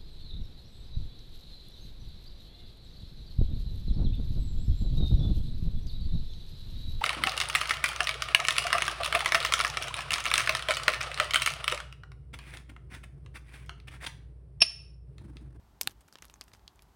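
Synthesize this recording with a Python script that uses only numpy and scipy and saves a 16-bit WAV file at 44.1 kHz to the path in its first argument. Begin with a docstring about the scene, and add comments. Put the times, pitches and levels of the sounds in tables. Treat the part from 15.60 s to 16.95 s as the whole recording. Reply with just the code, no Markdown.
"""Ripe seed pods burst in a squeezing hand, close by: one rips along its seam in a bright run of cracks,
then a second snap rings the hollow of the fingers. Husks rub in the fingers and the hand recoils.
Flung seeds and curled husks tick on the leaves around.
Behind it all lie a low outdoor rumble and a faint rush of air."""
import sys
import numpy as np
from scipy import signal
from scipy.fft import rfft, irfft, next_fast_len
from scipy.io import wavfile

SR = 44100
rng = np.random.default_rng(int(sys.argv[2]) if len(sys.argv) > 2 else 0)


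def master_out(mix):
    """Clip the mix to full scale and print it as 16-bit PCM to the path in sys.argv[1]."""
    frames = np.transpose(np.atleast_2d(mix))
    ceiling = np.clip(frames, -1, 1)
    pcm = np.round(ceiling * 32767).astype(np.int16)
    wavfile.write(sys.argv[1], SR, pcm)


N = 59535
TIME_S = np.arange(N) / SR
TOP_HZ = 15800


def amp(db):
    return 10 ** (np.asarray(db) / 20)


def unit_rms(x):
    return x / np.sqrt(np.mean(x ** 2) + 1e-20)


def add(out, start_s, x):
    i = round(start_s * SR)
    out[i:i + len(x)] += x[:N - i]


def butterworth(x, cutoff_hz, kind, order):
    return signal.sosfilt(signal.butter(order, cutoff_hz, kind, fs=SR, output="sos"), x)


def noise(spectrum):
    """Unit-rms noise shaped by (freq_hz, gain_db) points on a log axis."""
    freq_hz, gain_db = np.transpose(spectrum)
    size = next_fast_len(N + 8192)
    f = np.fft.rfftfreq(size, 1 / SR)
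    gain = amp(np.interp(np.log(f + 1), np.log(freq_hz), gain_db))
    return unit_rms(irfft(rfft(rng.standard_normal(N), size) * gain, size)[:N])


def ring(modes, soft_hz=None, size=4096):
    """One blow into damped modes (pitch_hz, width_hz, level_db); a soft contact cuts above soft_hz."""
    f = np.fft.rfftfreq(size, 1 / SR)
    body = sum(amp(db) * 1j * f * width / (hz * hz - f * f + 1j * f * width) for hz, width, db in modes)
    if soft_hz:
        body = body / (1 + 1j * f / soft_hz - (f / soft_hz) ** 2)
    return irfft(body)[:size // 2]


def scatter(x, near_db, far_db, near_t60_s=0.015, far_t60_s=0.11, top_hz=9000):
    """Direct sound plus dulled reflections: near off leaves and fingers, far off the undergrowth."""
    t = np.arange(SR // 4) / SR
    path = (t == 0) * 1.0
    lowpass = signal.butter(1, top_hz, fs=SR)
    onset = 1 - np.exp(-t / 0.00017)
    for db, t60_s in ((near_db, near_t60_s), (far_db, far_t60_s)):
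        tail = signal.lfilter(*lowpass, rng.standard_normal(len(t))) * amp(-60 * t / t60_s) * onset
        path = path + amp(db) * tail / np.linalg.norm(tail)
    return signal.fftconvolve(x, path)


# air rush: freq_hz, gain_db
AIR_SPECTRUM = [(76, -30), (130, -4), (410, -11.5), (472, -17), (863, -10), (1610, -20), (2410, -25),
                (2670, -26.5), (3130, -24.5), (10300, -33.5), (12800, -32), (16000, -34.5)]
# rumble: freq_hz, gain_db
RUMBLE_SPECTRUM = [(20, -36), (32, -17.5), (45, -6), (55, 3), (70, -8), (100, -11.5), (135, -17),
                   (200, -31), (500, -71)]
# rumble envelope: time_s, level_db
RUMBLE_LEVELS = [(0.0, -60.5), (0.048, -59.5), (0.326, -68), (0.394, -56.5), (0.56, -77.5), (0.612, -62.5),
                 (0.868, -61.5), (0.894, -64.5), (0.988, -58), (1.014, -70.5), (1.044, -57), (1.138, -70),
                 (1.164, -61), (1.35, -65.5)]


def outdoors(air_db=-67, air_rise_db_per_s=1):
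    """A distant, wavering rumble under a faint, slowly rising rush of air."""
    air = amp(air_db + air_rise_db_per_s * (TIME_S - TIME_S.mean())) * noise(AIR_SPECTRUM)
    rumble_db = np.interp(TIME_S, *np.transpose(RUMBLE_LEVELS))
    return air + amp(rumble_db) * noise(RUMBLE_SPECTRUM)


# rub strokes: start_s, length_s, level_db
RUB_STROKES = [(0.206, 0.065, -58.5), (0.269, 0.053, -57), (0.407, 0.0092, -60), (0.478, .012, -65),
               (0.533, 0.01, -60.5), (.626, 0.041, -62), (0.701, 0.01, -61), (0.751, 0.015, -69.5),
               (0.876, 0.024, -66), (0.931, 0.04, -67), (1.220, 0.0085, -62)]
# rub hiss: freq_hz, gain_db
RUB_SPECTRUM = [(200, 13), (900, 5), (2000, 2), (4500, -0.5), (8000, -5), (12000, -6), (16000, -10.5)]
# kinds of sticking grain: pitch_hz, width_hz, gain_db
GRAIN_MODES = [(1700, 540, -0.5), (3200, 1000, 2), (5500, 1760, 0.5), (8500, 790, -1.5), (12500, 2500, -2)]


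def husk_rubs(attack_s=0.0024, release_s=0.005, sag_db=4, slips_per_s=300, grain_db=0.5):
    """Husks and stems rub in the fingers: hiss with tiny sticking grains, sagging through each stroke."""
    grains = np.zeros(N)
    for mode in GRAIN_MODES:
        slips = (rng.random(N) < slips_per_s / SR) * rng.standard_normal(N)
        grains += signal.fftconvolve(slips, ring([mode]))[:N]
    rustle = unit_rms(noise(RUB_SPECTRUM) + amp(grain_db) * unit_rms(grains))
    envelope = np.zeros(N)
    for start_s, length_s, level_db in RUB_STROKES:
        t = TIME_S - start_s
        attack = np.clip(t / attack_s, 0, 1)
        release = np.exp(-np.maximum(t - length_s, 0) / release_s)
        envelope += amp(level_db - sag_db * np.clip(t / length_s, 0, 1)) * attack * release
    return envelope * rustle


# seam cracks: start_s, level_db, pitch_hz, width_hz
SEAM_CRACKS = [(.2122, -14.5, 9000, 2515), (0.2122, -11, 11800, 3000), (0.2138, -2, 12500, 3000),
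               (0.2171, -12.5, 14500, 3500), (0.2146, -5, 8500, 1410), (0.2156, -15, 6200, 2000)]
# pod body: pitch_hz, width_hz, level_db
POD_MODES = [(2700, 480, 0), (3900, 1130, 0), (4950, 960, -5.5), (6160, 400, -9.5), (8400, 180, 3)]
# kicked fingers: pitch_hz, width_hz, level_db
FINGER_MODES = [(484, 440, -13.5), (1000, 620, -10.5)]
RIP_START_S = SEAM_CRACKS[0][0]


def pod_rip(near_db=-4.5, far_db=-31):
    """A seam rips in quick cracks; the pod gives way and kicks the fingers."""
    out = np.zeros(N)
    for start_s, level_db, pitch_hz, width_hz in SEAM_CRACKS:
        crack = ring([(pitch_hz, width_hz, level_db)])
        add(out, start_s, scatter(crack, near_db, far_db))
    body = butterworth(ring(POD_MODES), 2300, "high", order=4)  # a small pod radiates little bass
    add(out, RIP_START_S, scatter(body + ring(FINGER_MODES), near_db, far_db))
    return out


# recoil flutter: freq_hz, gain_db
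RECOIL_SPECTRUM = [(40, -20.5), (110, 5), (200, -3.5), (350, -2), (600, -30), (1500, -36.5), (5000, -62.5)]


def hand_recoil(gain_db=-49.5, rise_s=0.029, t60_s=0.34):
    """A soft low flutter as hand and stems recoil from the rip."""
    t = np.maximum(TIME_S - RIP_START_S, 0)
    envelope = amp(gain_db - 60 * t / t60_s) * (1 - np.exp(-t / rise_s))
    return envelope * noise(RECOIL_SPECTRUM)


# hits on leaves: start_s, level_db, pitch_hz, knock_rel_db, click_rel_db
LEAF_HITS = [(0.2227, -19, 7460, -6, -6), (0.2325, -14.5, 6100, -37, -4.5), (0.2437, -28, 8350, -19, -18),
             (.2957, -36, 7000, 6.5, 4), (0.4078, -36, 8700, -5, -8), (0.412, -43.5, 1720, -6, 5),
             (0.4808, -32.5, 6670, -10, -15), (.4848, -22, 1390, -31, -21), (0.5263, -26, 4950, -1.5, -9),
             (0.533, -37, 6330, -13, -14), (.5380, -35, 5500, -17, -24), (0.5442, -41, 4400, 3, -22),
             (0.5558, -22, 2900, 5.5, -35), (.5725, -35, 2900, -2, -14), (0.5862, -25.5, 2900, -2.5, -13),
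             (0.6228, -20.5, 6400, 0, -12), (0.6253, -21.5, 1640, 0.5, -17), (.6455, -34.5, 3300, 11, -21),
             (0.6534, -34.5, 3600, 4, 10), (0.6827, -31, 5600, -11, -22), (0.6987, -24.5, 2600, -4, -12.5),
             (0.7401, -23, 6500, -0.5, -20), (0.7586, -42.5, 5050, 10, -3), (0.8114, -12, 4700, -3, -14),
             (.8173, -21, 2530, -6, -28), (0.8397, -39, 5500, 4, 9), (0.8809, -27, 1570, -9, -21),
             (0.9176, -28.5, 1880, -15, -27), (.9344, -27, 3790, -3, -10.5), (0.9374, -26.5, 4850, 5, -31),
             (.9493, -39.5, 4300, 12.5, -32), (.9950, -44.5, 3420, 8, -10), (1.0787, -16, 3330, -14, -27.5),
             (1.1586, -41, 7500, -3, -2), (1.193, -27, 2300, -6, -31), (1.2224, -29.5, 5080, -20, -1.5)]


def seed_ticks(leaf_q=5.5, side_q=10, side_rel_db=-8, spread_octaves=0.6):
    """Seeds and husks strike leaves: brief leaf modes, a dull knock, a stem's thud and a bright click."""
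    out = np.zeros(N)
    for start_s, level_db, pitch_hz, knock_rel_db, click_rel_db in LEAF_HITS:
        side_hz = np.minimum(pitch_hz * 2 ** (spread_octaves * rng.standard_normal(4)), TOP_HZ)
        leaf = [(pitch_hz, pitch_hz / leaf_q, level_db)]
        leaf += [(hz, hz / side_q, level_db + side_rel_db) for hz in side_hz]
        knock = (1210, 970, level_db + knock_rel_db)
        thud = (420, 380, level_db + knock_rel_db - 2.5)
        click = (10600, 2400, level_db + click_rel_db)
        blow = ring(leaf + [knock, thud], soft_hz=6500)  # cushioned by the moist leaf
        add(out, start_s, scatter(blow - ring([click]), near_db=-9, far_db=-17.5))
    return out


# snap crack: pitch_hz, width_hz, level_db
SNAP_MODES = [(7280, 160, -9), (9380, 2350, -1.5), (14400, 2500, -6)]
# hollow of the hand: pitch_hz, width_hz, level_db
HOLLOW_MODES = [(195, 197, -1.5), (824, 91, 4.5), (1280, 147, -4), (1666, 340, 6.5), (2680, 590, 7),
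                (3680, 350, 9.5), (4070, 170, 5.5)]


def pod_snap(start_s=0.274, hollow_lag_s=0.00005, hollow_top_hz=4700, near_db=-23.5, far_db=-31):
    """One clean snap rings the hollow of the hand around the pod."""
    out = np.zeros(N)
    add(out, start_s, scatter(ring(SNAP_MODES), near_db, far_db))
    hollow = butterworth(ring(HOLLOW_MODES), hollow_top_hz, "low", order=10)
    add(out, start_s + hollow_lag_s, scatter(hollow, near_db, far_db))
    return out


def scene():
    return (outdoors() + husk_rubs() + pod_rip() + hand_recoil() + seed_ticks() + pod_snap())[None]


def record(dry):
    """Steep low-pass at TOP_HZ."""
    return signal.sosfilt(signal.ellip(10, 0.1, 80, TOP_HZ, fs=SR, output="sos"), dry)


dry = scene()
out = record(dry)
master_out(out)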